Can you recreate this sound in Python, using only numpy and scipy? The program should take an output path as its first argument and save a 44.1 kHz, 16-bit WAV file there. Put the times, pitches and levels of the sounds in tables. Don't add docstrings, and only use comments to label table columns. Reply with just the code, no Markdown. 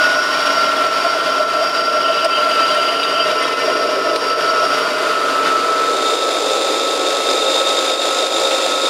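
import sys
import numpy as np
from scipy import signal
from scipy.fft import rfft, irfft
from scipy.io import wavfile

SR = 44100
rng = np.random.default_rng(int(sys.argv[2]) if len(sys.argv) > 2 else 0)


def dump(signal):
    limited = np.clip(np.atleast_2d(signal).T, -1, 1)
    pcm = np.round(limited * 32767).astype(np.int16)
    wavfile.write(sys.argv[1], SR, pcm)


N = 392049
TIME = np.arange(N) / SR
FREQ = np.maximum(np.arange(N // 2 + 1) * SR / N, 1)

# time in seconds, level in dB.
WHINE_LEVEL = [(0, -30), (.38, -18.7), (2.3, -19.5), (2.65, -16), (2.95, -21.5), (3.35, -20.5), (3.6, -24),
               (4.2, -24), (4.35, -19.5), (4.68, -19.5), (4.9, -33), (5.1, -20.5), (5.7, -17), (6.1, -20.5),
               (6.3, -25), (7.5, -24.5), (8.1, -26), (8.89, -24)]
# time in seconds, upper tone in dB, lower tone in dB.
SIDE_TONES = [(0, -16.5, -34), (.55, -29.5, -45), (1.6, -30.5, -48), (2.6, -36, -43), (4.4, -29.5, -38),
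              (4.85, -24, -29.5), (5.45, -35, -31), (6.3, -42, -37), (8.89, -30.5, -48)]
# steps from the whine, level in dB before any lift.
FAR_TONES = [(-2, -36.5), (-3, -45)]

def motor(whine_hz, shadow_db, mains_hz=50):
    slots = angle(whine_hz)
    shaft = slots / 28
    pull = 2 * np.pi * 2 * mains_hz * TIME
    shake = 1 + .16 * np.cos(shaft + .5 * wander(6)) + .2 * wander(110)
    judder = .22 * wander(90)
    upper_db, lower_db = curves(SIDE_TONES)
    lift_db = .98 * np.maximum(lower_db + 31, 0)
    tones = [(0, curves(WHINE_LEVEL)[0]), (1, upper_db), (-1, lower_db)]
    tones += [(round(step), db + lift_db) for step, db in FAR_TONES]
    waver_db = 1.25 * undb(.27 * shadow_db)
    out = 0
    for step, db in tones:
        lag = step % 2 * np.pi / 2
        phase = slots + step * pull - lag + judder + .13 * waver_db * wander(25)
        out += np.sqrt(2) * undb(db + waver_db * wander(18)) * np.cos(phase)
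    return shake * out

# time in seconds, level in dB.
RASP_LEVEL = [(0, -22), (.7, -21.5), (1.5, -24), (2.3, -25.5), (2.6, -22), (3.1, -24.5), (4.2, -24.5),
              (5.0, -22.5), (5.7, -21), (8.89, -26)]
GROOVE_LEVEL = [(0, -29.5), (.7, -28.5), (1.7, -32.5), (2.6, -30), (3.1, -32), (3.5, -26.5), (4.15, -31),
                (4.8, -32), (8.89, -22)]
# frequency in Hz, boost in dB.
RASP_COLOUR = [(25, -24), (85, -29), (150, -10.5), (220, -7.5), (290, 0), (520, -4), (790, -1), (1050, 2.5),
               (1260, 3.5), (1400, 9.5), (1650, -2.5), (3200, -5.5), (5200, -9), (6600, -16.5),
               (10500, -22.5), (15500, -35)]
# middle in seconds, length in seconds, lift of the grooves in dB.
SCRAPES = [(.05, .14, 2.5), (.46, .14, 1.5), (3.3, 0.11, 5.5), (4.77, 0.17, 5), (5.47, 0.12, 5)]
# pitch at full speed in Hz, width in Hz, relative level in dB.
GROOVE_TONES = [(1048, 45, 7.5), (1856, 30, 4.5), (2098, 36, 3.5), (2400, 45, 0.5), (2630, 60, 1.5),
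                (2860, 60, 5), (3083, 38, 3.5), (3355, 42, 2), (3640, 51, -3.5), (3895, 30, -1),
                (4200, 40, -12)]
CHATTER_TONES = [(2662, 48, -1.8), (2915, 30, .5), (3130, 32, 0.05)]
# start in seconds, length in seconds, level in dB.
HARD_RUBS = [(.02, 0.06, -31), (1.5, 0.52, -38), (2.03, 0.22, -28), (2.3, .11, -24.5), (2.5, 0.61, -27),
             (3.14, .1, -22)]

def discs(speed, shadow_db, flutter_hz=21.5):
    scrape_db = swells(SCRAPES)
    rasp_db = curves(RASP_LEVEL)[0] + .7 * scrape_db
    groove_db = curves(GROOVE_LEVEL)[0] + scrape_db
    bite = undb(.6 * wander(14) + .6 * wander(70))
    rasp = colour(crush(9000, 2.2), RASP_COLOUR) * undb(rasp_db + .5 * shadow_db)
    grooves = rough_tones(GROOVE_TONES, speed) * undb(groove_db)
    rub = spells(HARD_RUBS, rise_s=.051)
    flutter = undb(2.2 * np.cos(2 * np.pi * flutter_hz * TIME + .5 * wander(4)))
    chatter = rough_tones(CHATTER_TONES, speed) * flutter * np.hypot(rub, undb(-40.5))
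    steel = housing(rub, shadow_db) + spout()
    return bite * (rasp + undb(shadow_db) * (grooves + chatter + steel))

# pitch in Hz, width in Hz, relative level in dB.
HOUSING_NOTES = [(4617, 48, 0), (4746, 68, 0)]
# time in seconds, upper note over lower in dB.
HOUSING_BALANCE = [(0, 0), (0.9, -3), (1.7, 8), (2.1, 11), (3.3, 11), (4.2, 7), (4.5, -6), (5.0, 3),
                   (8.89, -3)]

def housing(rub, shadow_db):
    balance = undb(curves(HOUSING_BALANCE)[0])
    lower, upper = (ring(crush(2500, 2.4), [note]) for note in HOUSING_NOTES)
    blend = (lower + balance * upper) / np.hypot(1, balance)
    drive = np.hypot(undb(-34.5 + 1.3 * wander(7.6)), .51 * rub)
    return blend * drive * undb(.27 * shadow_db)

# time in seconds, level in dB.
SPOUT_LEVEL = [(0, -32), (1.2, -34), (1.9, -34.5), (2.35, -44), (3.2, -37.5), (4.6, -32), (4.85, -36),
               (5.2, -52), (8.89, -49)]
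# pitch in Hz, width in Hz, relative level in dB.
SPOUT_NOTES = [(5474, 67, -2), (5570, 42, 0.63), (5020, 260, -0.31)]
WHISTLE_NOTES = [(9000, 260, 0), (11000, 200, -4)]
# start in seconds, length in seconds, level in dB.
WHISTLES = [(2.75, 2.7, -52)]

def spout():
    spout_db, = curves(SPOUT_LEVEL)
    ringing = ring(crush(2500, 2.3), SPOUT_NOTES) * undb(spout_db + 1.2 * wander(9))
    whistle = ring(crush(2500, 2.3), WHISTLE_NOTES) * spells(WHISTLES, rise_s=.4)
    return ringing + whistle * undb(1.3 * wander(12))

# time in seconds, level in dB.
KERNEL_LEVEL = [(0, -54), (4.4, -58), (5.0, -34), (5.8, -28), (6.02, -22.5), (6.35, -22), (7.4, -21),
                (8.89, -20.5)]
# frequency in Hz, boost in dB.
KERNEL_COLOUR = [(170, -27), (300, 7.5), (450, 9.5), (780, 10), (1000, 2), (1700, -1.5), (2650, 1.5),
                 (2950, -6), (3400, 3.5), (5150, 0), (5650, -5), (7300, -2.5), (10800, -16), (15500, -29.5)]
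# pitch in Hz, width in Hz, relative level in dB.
FUNNEL_NOTES = [(3686, 60, 1.5), (3610, 410, -2.5), (2700, 90, -10.5), (560, 27, -4.5), (4940, 180, -9),
                (7260, 400, -11)]

def kernels(speed):
    kernel_db, = curves(KERNEL_LEVEL)
    turn = angle(54.9 * speed) + .9 * wander(11)
    mouthful = undb(.7 * wander(16) + .4 * wander(45))
    strike = undb(.9 * np.cos(turn) + np.cos(2 * turn))
    cracks = colour(crush(4500, 2.6) * strike, KERNEL_COLOUR)
    pings = undb(-24) * chips(count=2400, low_hz=6100, high_hz=11270, decay_s=.0016, spread_db=15)
    beam_db = .97 * np.minimum(kernel_db + 21, 0)
    funnel = ring(crush(4000, 2.6), FUNNEL_NOTES) * undb(2 * np.cos(turn) - 1.5 + beam_db)
    return undb(kernel_db) * mouthful * (cracks + pings + funnel)

def chips(count, low_hz, high_hz, decay_s, spread_db):
    age = np.arange(512) / SR
    out = np.zeros(N + len(age))
    for when, pitch, size in rng.random((count, 3)):
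        start, hz = int(when * N), low_hz + pitch * (high_hz - low_hz)
        ping = age * np.exp(-age / decay_s) * np.sin(2 * np.pi * hz * age)
        out[start:start + len(age)] += undb(spread_db * size ** 2) * ping
    return level(out[:N])

# middle in seconds, level in dB.
THROBS = [(.08, -22), (.47, -32), (.69, -23), (.85, -18), (1.06, -16), (1.17, -17.5), (1.29, -20),
          (1.41, -17.5), (1.62, -19.5), (1.97, -17.5), (2.1, -20.5), (2.25, -13.5), (2.39, -26),
          (2.78, -19), (3.32, -20), (3.69, -23), (4.64, -20), (6.36, -14), (8.24, -8)]
# time in seconds, level in dB.
HOLLOW_LEVEL = [(0, -37), (1.0, -31), (3.1, -29.5), (3.95, -21.5), (4.4, -26.5), (4.95, -25), (5.5, -24.5),
                (6.4, -20.5), (8.89, -26)]
THROAT_LEVEL = [(0, -67), (5.6, -51), (6.5, -25), (7.1, -28), (8.89, -23.5)]
# pitch in Hz, width in Hz, relative level in dB.
CHAMBER_NOTES = [(613.7, 24, -1.5), (663, 38, -2.5)]
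HOLLOW_NOTES = [(317, 49, -9.5), (392, 150, 2), (457, 78, 5.5), (580, 43, -0.5)]
THROAT_NOTES = [(534, 20, 0)]

def paste(shadow_db, throb_s=.065):
    hollow_db, = curves(HOLLOW_LEVEL)
    throat_db, = curves(THROAT_LEVEL)
    throbs = swells([(middle, throb_s, undb(db)) for middle, db in THROBS])
    churn = np.hypot(undb(-25 + 1.5 * wander(16)), throbs)
    chamber = ring(crush(3000, 2.2), CHAMBER_NOTES) * churn * undb(.55 * shadow_db)
    hollow = ring(crush(3000, 1.9), HOLLOW_NOTES) * undb(hollow_db + .49 * wander(14) + .14 * shadow_db)
    throat = ring(crush(3000, 1.7), THROAT_NOTES) * undb(throat_db + 1.2 * wander(30))
    bass_cut = signal.butter(4, 235, "high", fs=SR, output="sos")
    return signal.sosfilt(bass_cut, chamber + hollow + throat)

# start in seconds, level in dB, pitch in Hz, fade time in seconds.
TICKS = [(2.244, -17.5, 5000, 0.0079), (2.246, -27.5, 8400, .006), (2.49, -39, 8900, .01),
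         (2.747, -30, 9200, 0.0083), (3.03, -19, 2900, .007), (3.032, -23, 3700, .015),
         (3.425, -35, 9000, .015), (4.159, -18, 4160, 0.0044), (4.159, -20, 800, .009),
         (4.175, -36, 9220, .015), (5.07, -37, 9000, .012), (7.299, -19, 5100, .007),
         (7.895, -21, 2600, .006), (8.515, -21, 2520, .006)]

def ticks():
    out = np.zeros(N)
    grit = rng.standard_normal(N)
    spray = colour(grit, [(300, -15), (1000, -19), (2500, 17), (5000, -19), (10000, -1), (15000, -22)])
    for start, db, hz, decay_s in TICKS:
        age = np.maximum(TIME - start, 0)
        snap = ring(grit, [(hz, 3.5 / decay_s, 0)]) + np.sqrt(.0007 / decay_s) * spray
        out += undb(db) * (1 - np.exp(-age / .00019)) * np.exp(-age / decay_s) * snap
    return out

# multiple of its lowest pitch, level in dB.
HUM_TONES = [(1, -66), (2, -64), (3, -56.5), (5, -41)]

def rotor(speed, shadow_db):
    turn = angle(55.8 * speed ** .35)
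    hum = sum(undb(db + 2 * wander(10)) * np.cos(round(multiple) * turn + .37 * wander(9.2))
              for multiple, db in HUM_TONES)
    return np.sqrt(2) * undb(.2 * shadow_db) * hum

def undb(db):
    return 10 ** (np.asarray(db) / 20)

def level(x):
    return x / np.std(x)

def curves(table):
    times, *columns = np.transpose(table)
    return [np.interp(TIME, times, column) for column in columns]

def swells(rows):
    return sum(height * np.cos(np.pi * np.clip((TIME - middle) / length, -.5, .5)) ** 2
               for middle, length, height in rows)

def spells(rows, rise_s):
    return sum(undb(db) * np.clip(np.minimum(TIME - start, start + length - TIME) / rise_s + .5, 0, 1)
               for start, length, db in rows)

def angle(hz):
    return 2 * np.pi * np.cumsum(hz) / SR

def wander(per_s):
    points = rng.standard_normal(8192)
    return level(np.interp(TIME * per_s, np.arange(len(points)), points))

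def colour(x, points):
    hz, db = np.transpose(points)
    gain = undb(np.interp(np.log(FREQ), np.log(hz), db))
    return level(irfft(rfft(x) * gain, N))

def ring(x, notes):
    power = sum(undb(db) ** 2 / width / (1 + 2 * ((FREQ - hz ** 2 / FREQ) / (2 * width)) ** 2) ** 2
                for hz, width, db in notes)
    return level(irfft(rfft(x) * np.sqrt(power), N))

def crush(per_s, spread_db):
    hit = rng.random(N) < per_s / SR
    size = undb(spread_db * np.minimum(rng.exponential(size=N), 4))
    clicks = level(hit * size * rng.uniform(-1, 1, N))
    return level(clicks + rng.standard_normal(N))

def rough_tones(rows, speed):
    turn = angle(speed)
    out = 0
    for hz, width, db in rows:
        out += undb(db) * (wander(1.5 * width) * np.cos(hz * turn)
                           + wander(1.5 * width) * np.sin(hz * turn))
    return level(out)

# time in seconds, pitch of the whine in Hz.
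WHINE_PITCH = [(0, 1352), (.6, 1365), (1.7, 1356), (3.2, 1353), (3.38, 1325), (4.7, 1320), (5.1, 1313),
               (6.1, 1311), (7.8, 1297), (8.89, 1296)]
# middle in seconds, length in seconds, drop in pitch in Hz.
SAGS = [(.93, .4, 23), (1.5, 0.34, 14.5), (2.63, 0.312, 17.53), (4.1, .6, 16)]
# time in seconds, level change in dB.
RIM_SHADOW = [(0, 1.5), (4.7, 1.5), (5.2, -0.5), (5.7, -3.5), (6.2, -14.5), (8.89, -19.5)]
# middle in seconds, length in seconds, drop in dB.
LULLS = [(.9, 0.094, 3), (1.46, 0.11, 3.5), (1.72, 0.043, 3.5), (2.28, .05, 2), (3.56, 0.062, 4),
         (4.19, .07, 3), (4.36, 0.067, 4), (6.18, 0.12, 2), (7.97, 0.14, 3.5), (8.3, 0.15, 3)]

def scene():
    whine_hz = curves(WHINE_PITCH)[0] - swells(SAGS)
    speed = whine_hz / 1357
    shadow_db, = curves(RIM_SHADOW)
    below_rim = motor(whine_hz, shadow_db) + rotor(speed, shadow_db)
    below_rim += paste(shadow_db) + discs(speed, shadow_db)
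    mill = (below_rim + kernels(speed)) * undb(-swells(LULLS))
    return (mill + ticks())[None]

def record(dry):
    notched = signal.lfilter(*signal.iirnotch(7900, 45, fs=SR), dry)
    return signal.sosfilt(signal.ellip(10, .2, 80, 15700, fs=SR, output="sos"), notched)

dry = scene()
out = record(dry)
dump(out)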